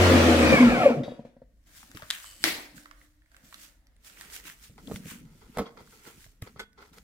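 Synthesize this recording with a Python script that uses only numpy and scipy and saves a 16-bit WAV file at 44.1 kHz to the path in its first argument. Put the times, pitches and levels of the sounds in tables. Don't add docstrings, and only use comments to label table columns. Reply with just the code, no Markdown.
import sys
import numpy as np
from scipy import signal
from scipy.fft import rfft, irfft
from scipy.io import wavfile
from scipy.ndimage import uniform_filter1d

SR = 44100
rng = np.random.default_rng(int(sys.argv[2]) if len(sys.argv) > 2 else 0)


def level_to_linear(level):
    exponent = np.asarray(level, float) / 20
    return 10 ** exponent


def output_pcm(signal):
    pcm = np.clip(np.atleast_2d(signal).T, -1, 1) * 32767
    wavfile.write(sys.argv[1], SR, np.round(pcm).astype(np.int16))


N = 310023
T = np.arange(N) / SR
RUN = 2 * SR

# (frequency [Hz], level [dB per Hz])
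AIR_COLOUR = [(22, -22), (40, -1.5), (60, -9), (193, -26.5), (310, -15.5), (421, -35.5), (512, -18.5),
              (1060, -30), (1850, -22), (2450, -34), (3730, -33), (7510, -37.5), (16000, -40.5)]
AIR_DB = -60.5
# (frequency [Hz], likeness [0-1])
PORT_LIKENESS = [(60, 0.91), (180, 0.92), (550, 0.73), (1650, 0.028), (4970, 0.01), (15000, 0.077)]
# (frequency [Hz], 60 dB decay [s])
WALL_DECAY = [(100, 0.22), (500, 0.61), (2000, 0.45), (6000, 0.13), (15000, 0.04)]
# (shut [s], open [s], depth [dB])
PAUSES = [
    (-3.5, 1.66, -12),
    (3.07, 3.315, -9),
    (3.74, 4.042, -7),
    (4.55, 8, -11.5),
]
# (frequency [Hz], turn [radians])
PORT_PHASE = [(600, 0), (1380, 1.7), (3000, 2)]
MOWER_WET_DB, FAR_WET_DB, NEAR_WET_DB, KNEEL_S = -20, -13, -22, 4.4

# (time [s], left over right [dB])
HAND_SIDE = [(1.6, 1), (2.2, 0.5), (3, -1), (4.3, -3), (4.8, -0.5), (5.6, -1), (6.1, -1.5), (7, -1)]
# (frequency [Hz], level [dB per Hz])
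CLOTH_COLOUR = [(300, -25.5), (700, -17.5), (1500, -4.5), (3500, -1), (7500, -2.5), (11000, -7),
                (15500, -7), (16500, -32)]
# (frequency [Hz], level [dB per Hz])
CASING_COLOUR = [(40, -25), (90, -9), (170, 1.5), (270, -1), (370, -15), (600, -24), (1200, -58.5)]
# (peak [s], level [dB], rise [s per 20 dB], fall [s per 20 dB])
GRIP_SHIFTS = [(1.9, -62.5, 0.65, .1), (1.944, -50, 0.088, 0.19), (2.42, -48.5, .03, .05),
               (2.75, -55, 0.055, 0.18), (3.44, -59, 0.036, 0.36), (4.25, -61, 0.42, 0.66),
               (4.455, -50, 0.02, 0.1), (4.71, -52, 0.047, 0.44), (4.92, -35.5, 0.11, 0.17),
               (5.05, -44.5, 0.047, 0.3), (5.5, -53.5, 0.85, 0.2), (5.728, -57.5, 0.27, 0.99),
               (6.422, -52.5, 0.0207, 0.13), (6.602, -53.5, 0.17, 0.028), (7.0, -57, 0.29, .3),
               (4.83, -48, .03, .05), (5.125, -42.5, .03, .06), (6.18, -53.5, .06, 0.084)]
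# (peak [s], level [dB], rise [s per 20 dB], fall [s per 20 dB])
SLEEVE_RUBS = [(1.67, -63, .008, .3), (1.77, -51, .09, .25), (2.09, -56, .4, .03), (2.23, -48.5, .1, .4),
               (2.43, -45, .03, .04), (2.762, -51, .02, .16), (3.026, -64.5, .2, .2),
               (3.452, -56.5, .03, .12), (3.638, -49.5, .2, .11), (4.047, -54, .005, .1),
               (4.068, -50, .04, .13), (4.342, -42, .05, .1), (4.365, -42, .06, .04),
               (4.644, -50, .085, .1), (4.96, -47.5, .18, .075), (5.4, -65, .6, .6),
               (5.942, -57.5, .25, .25), (6.25, -55.5, .45, .06), (6.982, -58, .05, .03),
               (6.3, -64, .1, .12), (6.5, -68, .1, .3), (6.932, -60, .005, .2), (6.86, -66, .01, .1)]
# (peak [s], level [dB], rise [s per 20 dB], fall [s per 20 dB])
FINGER_RUBS = [(1.96, -52.5, 0.034, 0.22), (2.13, -40.5, 0.036, 0.13), (3.374, -68, 0.17, 0.102),
               (3.532, -57, 0.032, 0.074), (4.222, -49, 0.14, 0.19), (4.472, -42.5, 0.052, 0.1),
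               (5.106, -42.5, 0.099, 0.1), (5.58, -58, 0.17, 0.15), (5.794, -67.5, 0.066, 0.087),
               (6.075, -49.5, 0.078, 0.097), (6.42, -55, 0.0046, 0.14), (6.6, -54, 0.016, 0.048),
               (6.82, -64, .06, 0.18)]
SLEEVE_BODY_DB, FINGER_BODY_DB = -11, -3.5
# (peak [s], level [dB], rise [s per 20 dB], fall [s per 20 dB])
SCRAPES = [(5.562, -48, 0.027, 0.04), (5.59, -41.5, .02, .1), (5.775, -50.5, .01, 0.046),
           (4.785, -52, 0.013, 0.052), (5.672, -48, 0.033, 0.043), (5.805, -51.5, .05, 0.07),
           (6.472, -48, 0.021, 0.036), (6.57, -51.5, .01, 0.04), (6.602, -40, 0.012, 0.04),
           (6.78, -51.5, .006, 0.13), (4.3, -62, 0.33, 0.51), (5.3, -66.5, .3, 0.45),
           (5.42, -57.5, .02, .12), (5.93, -56, 0.011, .06), (6.02, -63, .3, .4),
           (6.075, -48.5, .04, 0.074), (6.828, -50, 0.047, 0.062), (6.94, -58, .02, 0.091),
           (6.982, -49.5, 0.028, 0.022)]
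# (frequency [Hz], width [Hz], level [dB])
BAY_MODES = [(440, 92, 4), (900, 380, -2.5), (1324, 124, 1.5), (1990, 150, -3), (3260, 400, -9.5),
             (4300, 880, -8)]

# (frequency [Hz], level [dB per Hz])
LATCH_COLOUR = [(300, -40.5), (700, -16.5), (1930, 1), (2560, -8.5), (3600, -3), (5510, -9), (12900, -12),
                (16000, -28)]
# (time [s], level [dB], pitch [Hz], left over right [dB])
SNICKS = [(2.2, -55.5, 1200, 14.5), (2.103, -30, 3500, 1), (2.1085, -32.5, 3650, 1), (3.366, -55, 7400, -3),
          (3.317, -65.5, 7600, -6.5), (3.869, -64, 6340, -3.5), (3.965, -68, 9000, -2.5),
          (4.4, -49.5, 1960, -3.5), (5.057, -51.5, 2500, -0.5), (6.219, -58, 11000, 1.5),
          (6.243, -55.5, 7000, 1.5), (6.86, -66.5, 11300, -0.5), (3.543, -42.5, 1320, -4),
          (4.211, -39, 1900, -1.5), (4.499, -46.5, 1450, -1.5), (4.96, -40, 2100, 1), (4.3, -50, 1482, -3),
          (6.422, -44, 2000, 2), (1.972, -44.5, 3000, 5), (2.1, -62, 3000, 5), (1.915, -51, 6000, 4),
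          (5.573, -43.5, 7920, 0), (6.731, -66, 5000, -1.5), (6.984, -51.5, 4460, -0.5)]
# (time [s], level [dB], pitch [Hz], left over right [dB])
TAPS = [(2.103, -16, 3290, 1), (2.103, -24, 4384, 2), (2.103, -24, 7800, 1.5), (2.103, -21, 11000, 1),
        (2.1085, -18.5, 3210, 1.5), (2.1085, -21.5, 4300, 0.5), (2.1085, -25.5, 7540, 2.5),
        (2.1085, -22, 10500, 3), (1.83, -41, 815, 2.5), (1.95, -39.5, 5310, 4.5), (1.972, -36.5, 1210, 10),
        (1.998, -44, 900, 5), (2.022, -31.5, 580, 5), (2.033, -39.5, 1500, 4), (2.243, -35, 1057, -4.5),
        (2.325, -47.5, 1170, -7.5), (2.779, -40.5, 1620, -9.5), (2.857, -37, 1200, -4.5),
        (2.912, -36.5, 1310, -8), (3.014, -49, 1974, -1), (3.526, -37, 1100, -2), (3.317, -52, 1550, -7),
        (3.345, -44.5, 1576, -8.5), (3.367, -47.5, 2150, -3), (3.22, -56.5, 1850, -3),
        (3.26, -58, 1850, -3), (4.172, -43, 1660, -2), (4.197, -46, 2130, -4), (4.453, -42, 1430, -2.5),
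        (5.772, -45, 1320, -2.5), (5.875, -47, 1200, -3.5), (5.924, -46.5, 1600, -2),
        (6.052, -46.5, 1490, -0.5), (4.099, -43.5, 1525, -14), (4.78, -42, 670, 2.5), (4.873, -36, 3200, 5),
        (6.264, -49, 664, -5), (6.466, -48, 890, 5), (6.931, -52, 3780, 1)]
SNICK_CRACK_DB, TAP_CRACK_DB = 11.5, -13
# (time [s], level [dB], treble [dB], thud [dB], ring length [factor])
KNOCKS = [(1.948, -43, -12, -3, 0.57), (2.028, -43, 4, -7.5, 0.2), (4.697, -55.5, -34, 5.5, 0.6),
          (5.057, -47, -20.5, -3, .5), (5.412, -55, -12.5, -6, 0.69), (4.881, -39, -14, -23, 0.41),
          (4.898, -34, -28, -21, 0.48), (4.913, -22.5, -16, -25, 0.3), (4.942, -41, -13, 4, 0.46),
          (5.117, -49, -14, -3.5, 0.73), (5.572, -20, -14, -32, 0.67), (5.584, -17, -4.5, -45, 0.66),
          (5.592, -16.5, -31, -46, 0.7), (5.611, -22.5, -31, -37, 0.9), (5.805, -42.5, -19.5, -19, 0.62),
          (6.071, -44, -10, -24, 0.62), (6.262, -55.5, -10, 2.5, .2), (6.423, -40, -5, 4, 0.93),
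          (6.56, -42, -9, -10.5, 0.314)]
# (frequency [Hz], level [dB], 60 dB decay [s])
LID_MODES = [(193.4, -2.5, 0.13), (264, -4.5, 0.11), (362, -4.5, 0.036), (456, 0.5, 0.11), (684, 2, 0.026),
             (1170, -1, 0.15), (1330, 0.5, 0.14), (2010, -6, 0.08), (2210, -8.5, 0.085), (3272, -21, 0.15)]
# (frequency [Hz], level [dB], 60 dB decay [s])
CATCH_MODES = [(205.5, -47, .2), (443, -43, .14), (870, -46, .06), (1491, -37.5, .13), (2090, -42, .1),
               (3400, -47, .2)]
CATCH_S = 6.594
# (frequency [Hz], level [dB], 60 dB decay [s])
SPRING_MODES = [(1070, -3, 0.2), (2756, -14, 0.1), (3284, -8, 0.11), (3898, -12, 0.07), (4400, -16, 0.06)]
SPRING_S, SPRING_DB = 5.658, -42

# (time [s], level [dB], slip rate [slips per s])
CREAK = [
    (2.21, -74, 95),
    (2.26, -50, 100),
    (2.33, -57, 100),
    (2.38, -62.5, 200),
    (2.42, -59.5, 160),
    (2.439, -43.5, 180),
]
# (frequency [Hz], width [Hz], level [dB])
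HINGE_MODES = [(3030, 70, 7), (4500, 300, -2), (7900, 500, 2)]
SNAP_S, SNAP_DB = 2.4403, 1
# (frequency [Hz], level [dB per Hz])
BUZZ_COLOUR = [(88, -70.5), (150, -20), (328, -14.5), (544, -19.5), (1290, -20.5), (1700, -18), (1940, -9),
               (2810, -17.5), (4320, -14.5), (6630, -22.5), (16000, -27)]
BUZZ_DB = -26.5
# (frequency [Hz], level [dB], 60 dB decay [s])
BAR_MODES = [(265, -47, .7), (325, -28, 0.14), (1810, -52, 0.2), (1360, -52, 0.25)]
# (frequency [Hz], level [dB], 60 dB decay [s], touched after [s], pitch rise [Hz per s])
BAR_HUM = (296, -60, 4, .66, 150)

# (time [s], level
# [dB])
DECK_KNOCKS = [(0.523, -9.5), (0.538, -8.5), (1.035, -28), (1.079, -26.5), (1.118, -31.5), (1.191, -30.5),
               (1.249, -35), (1.365, -44), (1.417, -42)]
# (frequency [Hz], level [dB], 60 dB decay [s])
DECK_KNOCK_MODES = [(135, -12, .1), (242, -4, .09), (545, 2, .04), (711, -8, .04), (980, -15, .04)]
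# (time [s], level [dB])
PINGS = [
    (1.034, -52.5),
    (1.052, -56),
    (1.085, -61),
    (1.105, -63.5),
]
# (frequency [Hz], level [dB], 60 dB decay [s])
BLADE_MODES = [(3365, -2, .3), (3400, -8, .2), (3758, 3, .2), (3800, -4, .12), (4134, -14, .2),
               (4721, -11, .35), (5770, -12, .12)]

# (frequency [Hz], level [dB per Hz])
RUSH_COLOUR = [(35, -43.5), (60, 1.5), (85, -12), (113, -11.5), (189, -6.5), (233, -3), (323, -1.5),
               (389, -12.5), (503, -8.5), (784, -18.5), (2460, -25), (7390, -38.5), (16000, -52)]
# (peak [s], level [dB], rise [s per 20 dB], fall [s per 20 dB])
JOLTS = [
    (.546, -18, 0.16, 0.096),
    (1.038, -39, .008, 0.2),
    (1.252, -51, .008, 0.12),
]
JOLT_AIR_DB = -11
# (peak [s], level [dB], rise [s per 20 dB], fall [s per 20 dB])
BRAKE_HISS = (.82, -44, .6, .05)
RATTLE_DB, RATTLE_LAW, RUSH_DB, RUSH_LAW, SETTLE_DB_PER_S = -17.5, 1, -23.5, 2.26, 135

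COAST_HZ, COAST_HZ_PER_S, BRAKE_S, BRAKE_HZ_PER_S, REST_HZ = 91.66, 31, .53, 122, 11.5
# (multiple of shaft speed, level at full speed [dB])
SHAFT_ORDERS = [(2, -32.5), (3, -31), (5, -36.5), (6, -36.5), (7, -36)]
# (multiple of shaft speed, level over the magnet force [dB])
POLE_ORDERS = [(8, -11), (16, 1), (24, -1.5), (32, 0.5), (48, -7)]
# (time [s], level [dB])
MAGNET_FORCE = [(0, -50), (.3, -49), (.42, -37.5), (.54, -27.5), (.68, -32.5), (.78, -34), (.84, -28.5),
                (.9, -34.5), (1.04, -59.5)]
# (frequency [Hz], width [Hz], level [dB])
DECK_MODES = [(136, 10, -2.5), (240.8, 15, 0.5), (316, 6.9, -10), (469.3, 46, -6.5), (533, 120, -3.5),
              (571, 59, -14), (688, 42, -2), (1087, 31, -14), (1345, 200, -5), (1632, 70, -8.5),
              (2250, 80, 0), (2290, 370, -12)]
DIRECT_DB = -18
UNBALANCE_DB, UNBALANCE_LAW, BEAT_DB, BEAT_LAW = -20, 6.2, -25, 3.3
# (peak [s], level [dB], rise [s per 20 dB], fall [s per 20 dB])
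MOUNT_SWELL = (.705, -31.5, .09, .07)
# (start [s], hold [s], level [dB], mode [Hz])
BOOMS = [(.607, .08, -10, 243), (.864, .011, -9, 550), (1.005, .03, -31, 250), (1.085, .03, -35, 250),
         (.905, .03, -21, 240), (.975, .04, -28, 140), (.805, .04, -24, 720), (.535, .07, -31, 2270)]
BOOM_SAG_DB, BOOM_EDGE_S, BOOM_SLIP = -5, .014, .7


def evened(x):
    return x / np.sqrt(np.mean(x ** 2) + 1e-20)


def smooth(x, size):
    return uniform_filter1d(x, size=size)


def filtered(x, order, hz, kind):
    return signal.sosfilt(signal.butter(order, hz, kind, fs=SR, output="sos"), x)


def read(points, hz):
    f, value = np.transpose(points)
    return np.interp(np.log(hz + 1), np.log(f + 1), value)


def columns(rows, count=N):
    fade = 0.0085
    s, *rest = np.transpose(rows)
    t = T[:count]
    gate = np.clip(np.minimum(t - s[0] + fade, s[-1] + fade - t) / fade, 0, 1)
    return [np.interp(t, s, c) for c in rest], gate


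def add(mix, s, sound, pan_db=0):
    for side, channel in zip((1, -1), mix):
        late = min(round(abs(pan_db) * 2), 12) if side * pan_db < 0 else 0
        part = channel[round(s * SR) + late:][:len(sound)]
        part += sound[:len(part)] * level_to_linear(side * pan_db / 2)


def resonate(x, modes):
    return sum(level_to_linear(db) * signal.lfilter(*signal.iirpeak(hz, hz / width, SR), x) for hz, width, db in modes)


def ring(modes, damping=1, seconds=.25):
    t = np.arange(int(seconds * SR)) / SR
    out = np.zeros(len(t))
    for k, (hz, db, t60) in enumerate(modes):
        strike = rng.uniform(1.4, 2.2) / 2 * (-1) ** k
        out += strike * level_to_linear(db - 60 * t / (t60 * damping)) * np.sin(2 * np.pi * hz * t)
    return out


def flutter(count, size=N):
    return evened(smooth(smooth(rng.standard_normal(size), count), count))


def swells(rows, count=N):
    t, power = T[:count:count // 4000], 0
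    for s, db, rise_s, fall_s in rows:
        drop_db = 20 * np.maximum((s - t) / rise_s, (t - s) / fall_s)
        power = power + level_to_linear(2 * (db - drop_db))
    return np.interp(T[:count], t, np.sqrt(power))


def hiss(colour, patchy_db, size=512, count=N):
    frames, hz = count * 2 // size + 5, np.fft.rfftfreq(size, 1 / SR)
    a, b, c, d, patches = (rng.standard_normal((frames, len(hz))) for _ in range(5))
    patches = uniform_filter1d(uniform_filter1d(patches, size=8, axis=1), size=5, axis=0)
    same = np.clip(read(PORT_LIKENESS, hz), -1, 1)
    left = a + 1j * b
    right = same * left + np.sqrt(1 - same ** 2) * (c + 1j * d)
    z = np.array([left, right]) * level_to_linear(read(colour, hz) + patchy_db * evened(patches))
    window = np.sin(np.pi * np.arange(size) / size)
    halves = (irfft(z, size) * window).reshape(2, frames, 2, -1)
    joined = halves[:, 1:, 0] + halves[:, :-1, 1]
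    return evened(joined.reshape(2, -1)[:, :count])


def crack(t60):
    t = np.arange(2048) / SR
    puff = rng.standard_normal(len(t)) * level_to_linear(-60 * t / t60)
    puff[0] = 2
    level_db = np.maximum(read(LATCH_COLOUR, abs(np.fft.fftfreq(512, 1 / SR))), -60)
    gain = np.log(level_to_linear(level_db))
    colour = np.fft.ifft(np.exp(signal.hilbert(gain).conj())).real
    puff = np.convolve(puff, colour[:256])
    return puff / abs(puff).max()


def still_air():
    floor = level_to_linear(AIR_DB) * hiss(AIR_COLOUR, 2.1, size=2048)
    bass = filtered(floor, 2, 200, "low")
    gate_db = 0
    for shut, free, db in PAUSES:
        gate_db = gate_db + db * np.clip(np.minimum(T - shut, 8 * (free - T)) / .08 + .5, 0, 1)
    return bass + (floor - bass) * level_to_linear(gate_db - 1.5)


def room(x):
    taps = hiss([(20, 0.0058), (20000, 0.0067)], 0, size=256, count=SR // 2)
    taps[:, :200] = 0
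    hz, t, z = signal.stft(taps, SR, nperseg=256)
    fading = z * level_to_linear(-60 * t / read(WALL_DECAY, hz)[:, None])
    tail = signal.istft(fading, SR, nperseg=256)[1]
    return signal.fftconvolve(x, tail / np.linalg.norm(tail[0]), axes=1)[:, :N]


def ports(pair):
    turn = np.exp(1j * read(PORT_PHASE, np.fft.rfftfreq(2 * RUN, 1 / SR)))
    late = irfft(rfft(pair[1, :RUN], 2 * RUN) * turn)[:RUN]
    return np.array([pair[0], np.pad(late, (0, N - RUN))])


def hands():
    cloth = hiss(CLOTH_COLOUR, 1.3) * level_to_linear(2 * flutter(40))
    body = evened(filtered(cloth, 2, [600, 3200], "band"))
    top = evened(filtered(cloth, 1, 1800, "high"))
    rumble = hiss(CASING_COLOUR, 3, size=2048) * level_to_linear(3 * flutter(500))
    sleeve, fingers = swells(SLEEVE_RUBS), swells(FINGER_RUBS)
    rub = np.hypot(level_to_linear(SLEEVE_BODY_DB) * sleeve, level_to_linear(FINGER_BODY_DB) * fingers)
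    side = level_to_linear(np.outer([.5, -.5], np.interp(T, *np.transpose(HAND_SIDE))))
    rustle = np.hypot(sleeve, fingers) * top + rub * body
    return side * rustle + level_to_linear(-2.5) * swells(GRIP_SHIFTS) * rumble


def scrapes():
    colour = [(200, 0), (2500, -3), (6000, -10), (16000, -30)]  # (Hz, dB per Hz)
    grains = hiss(colour, 1) * level_to_linear(2.5 * flutter(80))
    return swells(SCRAPES) * evened(resonate(grains, BAY_MODES))


def clicks():
    out = np.zeros((2, N))
    for rows, crack_db in ((SNICKS, SNICK_CRACK_DB), (TAPS, TAP_CRACK_DB)):
        for s, db, hz, pan_db in rows:
            puff = crack(0.011)
            tone = resonate(puff, [(hz, hz / 5, 0)])
            add(out, s, level_to_linear(db) * (level_to_linear(crack_db) * puff + 0.9 * tone / abs(tone).max()), pan_db)
    return out


def knocks():
    out = np.zeros((2, N))
    t = np.arange(SR // 4) / SR
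    for s, db, treble_db, thud_db, damping in KNOCKS:
        modes = [(hz * rng.uniform(0.92, 1.03), level + treble_db * (hz > 800), t60)
                 for hz, level, t60 in LID_MODES]
        wobble_db = 4 * evened(smooth(rng.standard_normal(len(t)), 150))
        blow = ring(modes, damping) * level_to_linear(wobble_db)
        thud = level_to_linear(thud_db + 9 - 60 * t / 0.048) * np.sin(2 * np.pi * 110 * t)
        puff = crack(0.07)
        scrape = level_to_linear(treble_db - 7.5) * np.pad(puff, (0, len(t) - len(puff)))
        add(out, s, level_to_linear(db) * (blow / abs(blow).max() - thud + scrape), -1.5)
    add(out, CATCH_S, ring(CATCH_MODES) * level_to_linear(2.5 * flutter(200, SR // 4)), -3)
    add(out, CATCH_S, level_to_linear(-32.5) * smooth(crack(0.1), 2), -3)
    add(out, SPRING_S, level_to_linear(SPRING_DB) * ring(SPRING_MODES), 2)
    return out


def lever():
    (creak_db, rate), gate = columns(CREAK)
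    uneven = 1 + .2 * evened(smooth(rng.standard_normal(N), 400))
    slips = np.diff(np.floor(np.cumsum(rate * uneven) / SR), prepend=0)
    push = (slips + 0.02 * rng.standard_normal(N)) * gate * level_to_linear(creak_db + 36)
    out = np.tile(resonate(push, HINGE_MODES), (2, 1))

    snap_modes = [(2000, 2000, 1), (4500, 2000, -5.5), (10040, 5500, -2.5)]  # (Hz, width Hz, dB)
    add(out, SNAP_S, level_to_linear(SNAP_DB) * resonate(crack(0.0084), snap_modes), 3)
    add(out, SNAP_S, ring(BAR_MODES, seconds=0.97))

    hz, db, t60, touch_s, rise = BAR_HUM
    t = T[:SR]
    bent_hz = hz + rise * np.maximum(t - touch_s, 0)
    turn = 2 * np.pi * np.cumsum(bent_hz) / SR + flutter(2500, SR)
    hum = level_to_linear(db - 60 * t / t60 + 2.5 * flutter(1800, SR)) * np.sin(turn)
    add(out, SNAP_S, hum * np.clip((.82 - t) / .08, 0, 1))

    t = T[:SR // 2]
    fall_db = -30 * np.exp(-t / 0.00063) - 135 * np.maximum(t - .035, 0)
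    start = round(SNAP_S * SR)
    buzz = hiss(BUZZ_COLOUR, 2.3, size=256, count=len(t)) * level_to_linear(BUZZ_DB + fall_db)
    out[:, start:start + len(t)] += buzz
    return out


def deck_knocks():
    out = np.zeros((2, N))
    for s, db in DECK_KNOCKS:
        modes = [(hz * rng.uniform(.93, 1.05), level + rng.uniform(-4, 4), t60)
                 for hz, level, t60 in DECK_KNOCK_MODES]
        knock = ring(modes)
        soft_start = np.minimum(T[:len(knock)] / 0.0039, 1)
        add(out, s, level_to_linear(db + 0.5) * knock * soft_start, 1.5)
        add(out, s, level_to_linear(db - 14) * smooth(crack(0.18), 14), 1.5)
    for s, db in PINGS:
        add(out, s, level_to_linear(db + 4 * flutter(150, SR // 2)) * ring(BLADE_MODES, seconds=.5), 1.5)
    add(out, PINGS[0][0], level_to_linear(-35) * smooth(crack(.08), 5), 1.5)
    return out


def speed():
    t = T[:RUN]
    coast = COAST_HZ - COAST_HZ_PER_S * np.minimum(t, BRAKE_S)
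    hz = coast - BRAKE_HZ_PER_S * np.maximum(t - BRAKE_S, 0)
    return np.maximum(hz, REST_HZ), t[np.argmax(hz < REST_HZ)]


def blade_wind():
    hz, stall_s = speed()
    stir = hz / COAST_HZ * level_to_linear(-SETTLE_DB_PER_S * np.maximum(T[:RUN] - stall_s, 0))
    jolt = swells(JOLTS, RUN)
    rattle = np.hypot(level_to_linear(RATTLE_DB) * stir ** RATTLE_LAW, jolt)
    jolt_air = level_to_linear(JOLT_AIR_DB) * jolt * swells([(1.1, 0.0031, .4, 2.06)], RUN)
    rush = np.hypot(level_to_linear(RUSH_DB) * stir ** RUSH_LAW, jolt_air)
    rush = np.hypot(rush, swells([BRAKE_HISS], RUN))
    air = hiss(RUSH_COLOUR, 1.6, size=1024, count=RUN)
    low = filtered(air, 3, [110, 850], "band")
    high = filtered(air, 3, 850, "high")
    shaken = low * 0.48 + resonate(low, DECK_MODES) * np.clip(hz / 30, .2, 1)
    wind = rattle * shaken + level_to_linear(11.5) * rush * high
    return np.pad(wind, ((0, 0), (0, N - RUN)))


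def deck_booms(hz):
    out = np.zeros(RUN)
    for s, hold_s, db, mode_hz in BOOMS:
        since = np.clip(T[:RUN] - s, -1, hold_s + BOOM_EDGE_S)
        edge = np.clip(1 + np.minimum(since, hold_s - since) / BOOM_EDGE_S, 0, 1) ** 2
        middle_hz = hz[round((s + hold_s / 2) * SR)]
        pulled = 2 * np.pi * mode_hz * np.cumsum((hz / middle_hz) ** BOOM_SLIP) / SR
        out += np.sqrt(2) * edge * level_to_linear(db + BOOM_SAG_DB * since / hold_s) * np.sin(pulled)
    return out


def motor():
    (magnet_db,), gate = columns(MAGNET_FORCE, RUN)
    hz = speed()[0]
    turn = 2 * np.pi * np.cumsum(hz) / SR
    force = sum(level_to_linear(db) * np.sin(k * turn + k) for k, db in SHAFT_ORDERS) * (hz / 85) ** 2.1
    for k, db in POLE_ORDERS:
        level = level_to_linear(db + magnet_db + 4 * flutter(300, RUN) - 1)
        force += level * np.sin(k * turn + 1.6 * flutter(330, RUN))
    force += level_to_linear(magnet_db - 17.5) * rng.standard_normal(RUN)
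    force = force * gate

    panel = resonate(rng.standard_normal(RUN), [(2330, 220, 0)])
    rubbing = level_to_linear(magnet_db + 15) * np.clip(hz / 36, 0, 1) ** 3
    squeal = panel * np.hypot(rubbing, swells([(.89, -19, .25, 0.098)], RUN))
    deck = level_to_linear(9) * (resonate(force, DECK_MODES) + level_to_linear(DIRECT_DB) * force) + squeal * gate

    held = np.clip(1 + (BRAKE_S - T[:RUN]) / .07, 0, 1)
    unbalance = level_to_linear(UNBALANCE_DB) * (hz / COAST_HZ) ** UNBALANCE_LAW * held
    unbalance = unbalance + swells([MOUNT_SWELL], RUN)
    beat = level_to_linear(BEAT_DB) * (hz / COAST_HZ) ** BEAT_LAW
    hum = np.sqrt(2) * gate * (unbalance * np.sin(turn) + beat * np.sin(4 * turn))
    return np.pad(deck + hum + deck_booms(hz), (0, N - RUN))


def scene():
    port_balance_db = np.array([[.7], [-.7]])
    mower = ports(motor() * level_to_linear(port_balance_db) + deck_knocks())
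    near = lever() + clicks() + knocks()
    near_wet_db = np.where(T < KNEEL_S, FAR_WET_DB, NEAR_WET_DB)
    wet = room(mower * level_to_linear(MOWER_WET_DB) + near * level_to_linear(near_wet_db))
    wind = ports(blade_wind()) * level_to_linear(port_balance_db)
    return mower + near + wet + wind + hands() + scrapes() + still_air()


def roll_off(x):
    return signal.sosfilt(signal.butter(12, 16120, fs=SR, output="sos"), x)


def record(dry):
    return roll_off(dry)


dry = scene()
out = record(dry)
output_pcm(out)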